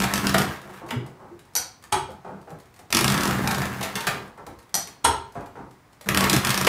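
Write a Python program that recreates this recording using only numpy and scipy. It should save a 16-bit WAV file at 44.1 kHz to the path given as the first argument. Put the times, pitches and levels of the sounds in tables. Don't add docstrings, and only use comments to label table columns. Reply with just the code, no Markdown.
import sys
import numpy as np
from scipy import signal
from scipy.fft import rfft, irfft
from scipy.io import wavfile
from scipy.ndimage import uniform_filter1d

SR = 44100
rng = np.random.default_rng(int(sys.argv[2]) if len(sys.argv) > 2 else 0)


def put_to_file(sound):
    columns = np.atleast_2d(sound).T
    safe = np.clip(columns, -1, 1)
    whole_steps = np.round(safe * 32767)
    wavfile.write(sys.argv[1], SR, whole_steps.astype(np.int16))


N = 294588
TIME = np.arange(N) / SR

# start_s, level_db, rebound_delay_s, rebound_db
PIN_CLINKS = [(1.5523, -21.5, .010, 2), (4.742, -20, .010, -1)]
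# start_s, level_db, pitch_hz, decay_s
BOARD_BLOWS = [(.348, -31.5, 338, 0.013), (.832, -39.5, 332, 0.014), (.922, -29, 242, .042),
               (.957, -25, 123.3, .034), (1.309, -40.5, 348, 0.03), (2.085, -42, 520, 0.017),
               (2.33, -40, 195, 0.041), (2.515, -41, 158, 0.024), (2.935, -25.5, 232.4, 0.04),
               (2.945, -28.5, 329, .039), (5.366, -40.5, 149, 0.018), (5.595, -50, 267, 0.014),
               (6.332, -24, 318, 0.0075)]


def amp(db):
    return 10 ** (np.asarray(db) / 20)


def unit_rms(x):
    return x / np.sqrt(np.mean(x ** 2) + 1e-20)


def unit_blow(x):
    return x / np.sqrt(np.sum(x ** 2) / (SR / 100) + 1e-20)


def curve_at(points, hz):
    freqs, values = np.transpose(points)
    return np.interp(np.log(hz + 1), np.log(freqs + 1), values)


def add(mix, start, sound):
    part = mix[max(round(start * SR), 0):][:len(sound)]
    part += sound[:len(part)]


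def colour(x, spectrum, size=4096):
    log_gain = np.log(amp(curve_at(spectrum, abs(np.fft.fftfreq(size, 1 / SR)))))
    taps = np.fft.ifft(np.exp(np.conj(signal.hilbert(log_gain)))).real
    return signal.oaconvolve(x, taps[:size // 2])[:len(x)]


def burst(spectrum, rise, decay, spread_db=4):
    t = TIME[:int((8 * decay + .04) * SR)]
    noise, size = rng.standard_normal((2, len(t)))
    envelope = np.minimum(t / rise, 1) ** 2 * np.exp(-np.maximum(t - rise, 0) / decay)
    return unit_blow(colour(noise * amp(spread_db * size) * envelope, spectrum))


def clatter(modes, rise, decay):
    t = TIME[:SR // 8]
    hz = np.fft.rfftfreq(len(t), 1 / SR)
    contact = np.minimum(t / rise, 1) * np.exp(-t / decay)
    out = 0
    for centre, width, db in modes:
        band = 1 / (1 + (2 * (hz - centre) / width) ** 4)
        shaken = irfft(rfft(rng.standard_normal(len(t))) * band, len(t))
        out = out + amp(db) * unit_blow(shaken * contact)
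    return unit_blow(out)


def struck(modes):
    t = TIME[:SR // 2]
    ring = sum(amp(db - 60 * t / t60) * np.cos(2 * np.pi * hz * t) for hz, db, t60 in modes)
    return unit_blow(ring * np.minimum(t / .0005, 1))


def slips(rate_hz, spread_db):
    wander = unit_rms(uniform_filter1d(rng.standard_normal(N), SR // 80))
    speed = rate_hz * np.exp(.5 * wander)
    hits = np.diff(np.floor(np.cumsum(speed) / SR), prepend=0)
    return unit_rms(hits * amp(spread_db * rng.standard_normal(N)))


def strain():
    # time_s, creak_db, groan_db
    strokes = [
        [(0.0, -17, -23), (0.062, -38, -23), (0.084, -29.5, -32), (0.158, -29, -25), (0.332, -33, -24.5),
         (0.36, -32, -19), (0.528, -35, -33.5), (0.606, -53, -52), (0.8, -42, -52)],
        [(2.93, -49, -28), (3.108, -27.5, -23), (3.17, -28, -26), (3.616, -31, -26), (3.94, -38, -45),
         (3.966, -33, -35), (4.048, -38, -51), (4.078, -31, -36.5), (4.3, -58, -48)],
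        [(6.06, -33, -36), (6.11, -49, -24), (6.246, -24, -22), (6.274, -28, -27.5), (6.374, -30, -19),
         (6.432, -30, -30), (6.506, -32, -26), (6.534, -27, -31.5), (6.66, -37, -25.5)],
    ]
    creak, groan = np.zeros((2, N))
    for stroke in strokes:
        times, creak_db, groan_db = np.transpose(stroke)
        creak += amp(np.interp(TIME, times, creak_db, left=-120, right=-120))
        groan += amp(np.interp(TIME, times, groan_db, left=-120, right=-120))
    return creak, groan


def cracks(easing=0.55):
    # start_s, count, gap_s, first_snap_db, snap_change_db, wood_db
    runs = [(0.0014, 3, .019, -13.5, 0.5, -26.5), (0.1369, 3, .02, -8, -9, -27.5),
            (0.2683, 2, .0245, -8.5, -7, -25.5), (0.3818, 2, 0.036, -8, -7.5, -22.5),
            (2.9252, 2, .0222, -4.5, 0, -21), (2.9686, 3, .0203, -5, -5.5, -20),
            (3.043, 1, 0, -7.5, 0, -19), (3.079, 4, 0.021, -8, -8, -22.5),
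            (3.1765, 2, .031, -15.5, 0.5, -30), (3.2331, 3, .0208, -13.5, -3.5, -26.5),
            (3.3089, 1, 0, -19.5, 0, -24.5), (3.474, 6, 0.036, -10.5, -12.5, -26.5),
            (6.0873, 2, .058, -9.5, -6, -15.5), (6.1726, 3, 0.034, -5, -6.5, -18.5),
            (6.2968, 3, 0.033, -5, -3.5, -22.5), (6.4479, 3, 0.022, -9.5, -2.5, -22.5),
            (6.543, 1, 0, -11.5, 2, -23.5), (6.5757, 3, .0358, -9.5, -3.5, -22)]
    return [(start + k * gap, snap + change * (k / max(count - 1, 1)) ** easing, wood)
            for start, count, gap, snap, change, wood in runs for k in range(round(count))]


def room(x, wet_db, tails=3):
    # delay_s, level_db
    echoes = [(.0045, -21), (0.01, -21.5), (0.013, -31.5), (.032, -17.5)]
    # frequency_hz, t60_s
    decay_times = [(100, 0.69), (260, 0.46), (700, 0.45), (1840, 0.41), (4850, 0.39), (9000, 0.28),
                   (15000, 0.2)]
    # frequency_hz, level_db
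    diffuse_spectrum = [(100, 5.5), (500, 2), (1500, 1), (3000, -0.5), (6000, -3.5), (15000, -2.5)]
    out = x.copy()
    for delay, db in echoes:
        add(out, delay, amp(db) * x)
    for k in range(tails):
        hz, t, noise = signal.stft(rng.standard_normal(SR * 3 // 4), SR, nperseg=256)
        t60 = curve_at(decay_times, hz)[:, None]
        envelope = amp(curve_at(diffuse_spectrum, hz)[:, None] - 60 * t / t60)
        energy_norm = np.sqrt(2 * np.log(1000) / (t60 * SR))
        tail = signal.istft(noise * envelope * energy_norm, SR, nperseg=256)[1]
        share = np.sqrt(2 / tails) * np.cos(np.pi * (4 * TIME + k / tails))
        add(out, .005, amp(wet_db) * signal.fftconvolve(x * share, tail)[:N])
    return out


def air(level_db=-55.5):
    # frequency_hz, level_db
    spectrum = [(12, -23), (20, -2), (113, 3), (607, -9), (949, -4), (1480, -11.5), (1910, -12),
                (2200, -13.5), (2990, -21), (4300, -21.5), (8410, -26.5), (14700, -31), (16000, -20)]
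    return amp(level_db) * unit_rms(colour(rng.standard_normal(N), spectrum))


def ticks(tick_db=-15, grit_per_s=6, grit_db=-43, grit_spread_db=3.5):
    # start_s, level_db
    linkage = [(0.615, -33.5), (0.8629, -38), (1.0618, -35), (1.3912, -36.5), (1.8246, -38),
               (1.8385, -31.5), (2.5032, -37), (2.7904, -36), (2.9035, -21.5), (4.4652, -29.5),
               (4.588, -35.5), (4.8715, -26), (5.4066, -39), (6.0103, -28.5)]
    # frequency_hz, level_db
    spectrum = [(200, -1.0), (1000, 3.0), (3500, -3.5), (9000, -5.5), (16000, -13)]
    out = np.zeros(N)
    times = TIME[rng.random(N) < grit_per_s / SR]
    grit = zip(times, grit_db + grit_spread_db * rng.standard_normal(len(times)))
    for start, db in list(linkage) + list(grit):
        add(out, start, amp(db + tick_db) * burst(spectrum, rise=0.00097, decay=0.0056))
    return out


def shuffling(thud_db=-6, thud_lag_s=0.01212, step_db=-8):
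    # start_s, level_db, thud_decay_s
    scuffs = [(.65, -40, .028), (0.809, -36.5, 0.031), (1.02, -43, 0.035), (1.19, -41.5, 0.042),
              (2.08, -40, 0.016), (2.243, -33.5, 0.036), (2.47, -41, 0.013), (2.505, -41.5, 0.01),
              (2.787, -48, 0.0062), (4.165, -39.5, 0.039), (4.374, -39, 0.01), (4.463, -38.5, .01),
              (5.35, -31, .022), (5.551, -37, .015), (5.585, -40.5, .014), (6.06, -36, 0.02)]
    # frequency_hz, level_db
    scrape = [(100, -2), (400, 6.5), (900, 8), (1400, 1.5), (2200, -13.5), (4000, -24), (9000, -28),
              (16000, -58)]
    thud = [(30, -8), (80, -12), (135, 3.5), (240, -8.5), (380, 0.5), (600, -26.5), (2000, -68)]
    out = np.zeros(N)
    for start, db, decay in scuffs:
        add(out, start, amp(db) * burst(scrape, rise=0.0059, decay=2 * decay))
        add(out, start + thud_lag_s, amp(db + thud_db) * burst(thud, rise=.01, decay=decay))
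    for start, db, _, decay in BOARD_BLOWS:
        add(out, start, amp(db + step_db) * burst(thud, rise=.01, decay=decay))
    return out


def board_thumps(thump_db=5):
    t, out = TIME[:SR // 3], np.zeros(N)
    for start, db, hz, decay in BOARD_BLOWS:
        envelope = (1 - np.exp(-t / 0.0071)) ** 2 * np.exp(-t / decay)
        add(out, start, amp(db + thump_db) * unit_blow(envelope * np.sin(2 * np.pi * hz * t)))
    return out


def pins(clink_db=-4, clank_db=-3, graze_db=-18):
    # start_s, level_db, rebound_delay_s, rebound_db, ring_db
    clanks = [(1.924, -18.5, .016, -12.5, -5.5), (5.044, -21.5, .004, 6, -0.5)]
    # frequency_hz, level_db
    clink_noise = [(60, -17), (150, 1), (350, -8), (750, 1), (1400, -1.5), (2800, -8.5), (5000, 1.5),
                   (7000, 0.5), (9700, -5), (12500, -7), (16000, -24)]
    clank_noise = [(35, -22.5), (65, -10.5), (110, -14), (220, -8), (400, -7.5), (600, -6), (950, 3),
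                   (1400, 0.5), (1900, -6.5), (2400, -7), (4000, -9), (7200, -14), (9500, -12.5),
                   (12000, -21), (16000, -41)]
    # centre_hz, width_hz, level_db
    clink_modes = [(4350, 350, -8.5), (5930, 310, -2.5), (6250, 370, -13), (8270, 320, -12.5),
                   (8700, 150, -10.5), (10550, 250, -19), (11720, 300, -10.5), (12370, 200, -17.5),
                   (14200, 480, -19)]
    clank_modes = [(3280, 350, -5), (4160, 440, -9), (5440, 130, -11), (6540, 150, -8), (8220, 320, -2),
                   (8540, 130, -4), (9570, 120, -10), (9350, 75, -10.5), (9900, 140, -8),
                   (10270, 120, -12.5), (11100, 186, -14.5), (13030, 240, -16)]
    bar_modes = [(110, 84, -6.5), (282, 27, -11), (383, 57, -4), (404, 87, -2.5), (630, 100, -8.5),
                 (800, 89, -6.5), (889, 88, 0), (966, 86, 0), (1042, 85, -13), (1215, 110, -5.5),
                 (1370, 130, -5.5), (1590, 85, -18.5)]
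    out = np.zeros(N)
    for start, db, delay, rebound_db in PIN_CLINKS:
        for at, level in ((start, db), (start + delay, db + rebound_db)):
            gain = amp(level + clink_db)
            add(out, at, gain * burst(clink_noise, rise=0.00075, decay=0.0042))
            add(out, at, gain * clatter(clink_modes, rise=0.001, decay=0.0069))
    for start, db, delay, rebound_db, ring_db in clanks:
        add(out, start - .004, amp(db + graze_db) * burst(clank_noise, rise=0.0017, decay=0.0069))
        for at, level in ((start, db), (start + delay, db + rebound_db)):
            gain = amp(level + clank_db)
            add(out, at, gain * burst(clank_noise, rise=0.0021, decay=0.0085))
            add(out, at, gain * amp(ring_db) * clatter(clank_modes, rise=0.0011, decay=0.005))
            add(out, at, gain * clatter(bar_modes, rise=0.0045, decay=0.015))
    return out


def steel_ringing(pin_db=-2, ping_db=-23):
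    # pitch_hz, level_db, t60_s
    pin_modes = [(4377, -14, 0.41), (5916, 2, 0.26), (8242, -12, 0.33), (9049, -15.5, 0.29),
                 (10470, -6, 0.21), (11690, -11, 0.24)]
    # centre_hz, width_hz, level_db
    jack_modes = [(5190, 410, -1.5), (5670, 200, -6)]
    out = np.zeros(N)
    for start, db, _, _ in PIN_CLINKS:
        add(out, start, amp(db + pin_db) * struck(pin_modes))
    for start, snap, _ in cracks():
        add(out, start, amp(snap + ping_db) * clatter(jack_modes, rise=0.00088, decay=0.0043))
    return out


def floor_drone(pitch_hz=195.3, wander=0.0148, level_db=-5):
    _, groan = strain()
    drift, swell = (unit_rms(uniform_filter1d(z, SR // 15)) for z in rng.standard_normal((2, N)))
    phase = 2 * np.pi * np.cumsum(pitch_hz * (1 + wander * drift)) / SR
    return amp(level_db) * groan * unit_rms(np.sin(phase) * amp(2 * swell))


def floor_boom(boom_db=-3, groan_db=-7, rumble_db=-8, joist_db=-7, joist_creak_db=-12):
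    # pitch_hz, level_db, t60_s
    floor_modes = [(84.5, -4.5, 0.39), (119.6, -6, 0.27), (131.7, 0.5, 0.26), (164, -15, 0.22),
                   (197, -1.5, 0.27), (225.5, 3, 0.11), (283, -8, 0.42), (341.8, -4.5, 0.23),
                   (395, -23, 0.16)]
    joist_modes = [(962, -6, 0.1), (1143, -8.5, 0.21), (1179, -3.5, 0.23), (1277, -3, 0.16),
                   (1309, 2.5, 0.18), (1366, 1, 0.1), (1643, 1, 0.12), (1680, -11, 0.19), (1861, -3, 0.17)]
    # frequency_hz, level_db
    rumble = [(20, -30), (50, -4.5), (80, 0.5), (100, -9), (130, 10), (250, -7), (450, -16.5),
              (1000, -34.5)]
    creak, groan = strain()
    kicks, knocks = np.zeros((2, N))
    for start, _, wood in cracks():
        add(kicks, start + 0.00395, amp([boom_db]) * np.interp(start, TIME, groan))
        add(knocks, start + 0.00186, amp([wood + joist_db]))
    judder = slips(rate_hz=120, spread_db=-1) * rng.choice([-1, 1], N)
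    out = amp(rumble_db) * groan * unit_rms(colour(judder, rumble))
    for modes, blows, creep_gain in ((floor_modes, kicks, amp(groan_db) * groan),
                                     (joist_modes, knocks, amp(joist_creak_db) * creak)):
        response = struck(modes)
        creep = slips(rate_hz=70, spread_db=6.5) * rng.choice([-1, 1], N)
        out += signal.oaconvolve(blows, response)[:N]
        out += creep_gain * unit_rms(signal.oaconvolve(creep, response)[:N])
    return out


def joint_squeak():
    # start_s, swell_s, centre_hz, width_hz, level_db
    rub = (3.43, .04, 850, 250, -29)
    start, swell, hz, width, db = rub
    out = np.zeros(N)
    add(out, start, amp(db) * clatter([(hz, width, 0)], rise=swell, decay=swell))
    return out


def timber(snap_db=-15, wood_db=-6, creak_db=-4.5, fizz_db=-24, splinter_db=-12, knock_db=-2):
    # start_s, splinter_db, knock_db, decay_s
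    crunches = [(0.0321,-20,-22,0.011), (0.342,-13.5,-13.5,0.006), (0.8857,-35,-38,0.014),
                (0.9059,-24.5,-26,0.006), (3.81,-23,-28.5,0.0048), (3.8282,-15.5,-28,0.013),
                (3.9539,-15.5,-28.5,0.011), (4.005,-22,-42,0.01), (4.0683,-12.5,-18,0.011),
                (6.3358,-11.5,-27,0.0096), (6.5038,-10,-28,0.0058), (6.6679,-7,-10.5,0.011)]
    # frequency_hz, level_db
    snap_spectrum = [(300, -48), (1200, -9.5), (2500, 3), (3700, 1), (5300, -0.5), (7000, -2), (10000, -4),
                     (13000, -6), (16000, -21.5)]
    wood_spectrum = [(120, -32), (350, -1.5), (550, -4.5), (800, -2), (1200, -0.5), (1750, -1),
                     (2300, -8.5), (3200, -13), (5000, -17), (12000, -21.5)]
    # frequency_hz, level_db
    splinter_spectrum = [(400, -2.5), (1400, -14), (2100, 0), (2900, 2.5), (4500, 1), (7000, -1.5),
                         (11000, -5), (16000, -11.5)]
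    knock_spectrum = [(50, -25), (130, -3), (300, -10.5), (430, -0.5), (560, -3.5), (850, 2), (1300, -4),
                      (2000, -2), (3200, -8.5), (8000, -46)]
    grain_decay = np.exp(-TIME[:SR // 20] / 0.0052)
    grain_envelope = signal.oaconvolve(slips(rate_hz=110, spread_db=2), grain_decay)[:N]
    grains = unit_rms(colour(grain_envelope * rng.standard_normal(N), wood_spectrum))
    fizz = unit_rms(colour(rng.standard_normal(N), snap_spectrum))
    creak, _ = strain()
    out = creak * (amp(creak_db) * grains + amp(fizz_db) * fizz)
    for start, snap, wood in cracks():
        add(out, start, amp(snap + snap_db) * burst(snap_spectrum, rise=0.00095, decay=0.0031))
        add(out, start, amp(wood + wood_db) * burst(wood_spectrum, rise=0.0015, decay=0.0029))
    for start, splinter, knock, decay in crunches:
        add(out, start, amp(splinter + splinter_db) * burst(splinter_spectrum, rise=0.00075, decay=decay))
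        add(out, start, amp(knock + knock_db) * burst(knock_spectrum, rise=0.0041, decay=decay))
    return out


def scene():
    background = air()
    wood = room(timber() + joint_squeak(), wet_db=0.5)
    steel_and_steps = room(pins() + shuffling() + ticks(), wet_db=1)
    bodies = floor_boom() + floor_drone() + board_thumps() + steel_ringing()
    return (background + bodies + steel_and_steps + wood)[None]


def record(dry, bass_cut_hz=48, ceiling=.78, band_limit_hz=15620):
    thin = signal.sosfilt(signal.butter(2, bass_cut_hz, "high", fs=SR, output="sos"), dry)
    rounded = thin / (1 + (thin / ceiling) ** 6) ** (1 / 6)
    lowpass = signal.firwin(301, band_limit_hz, window=("kaiser", 9), fs=SR)
    return signal.oaconvolve(rounded, lowpass[None], "same")


dry = scene()
out = record(dry)
put_to_file(out)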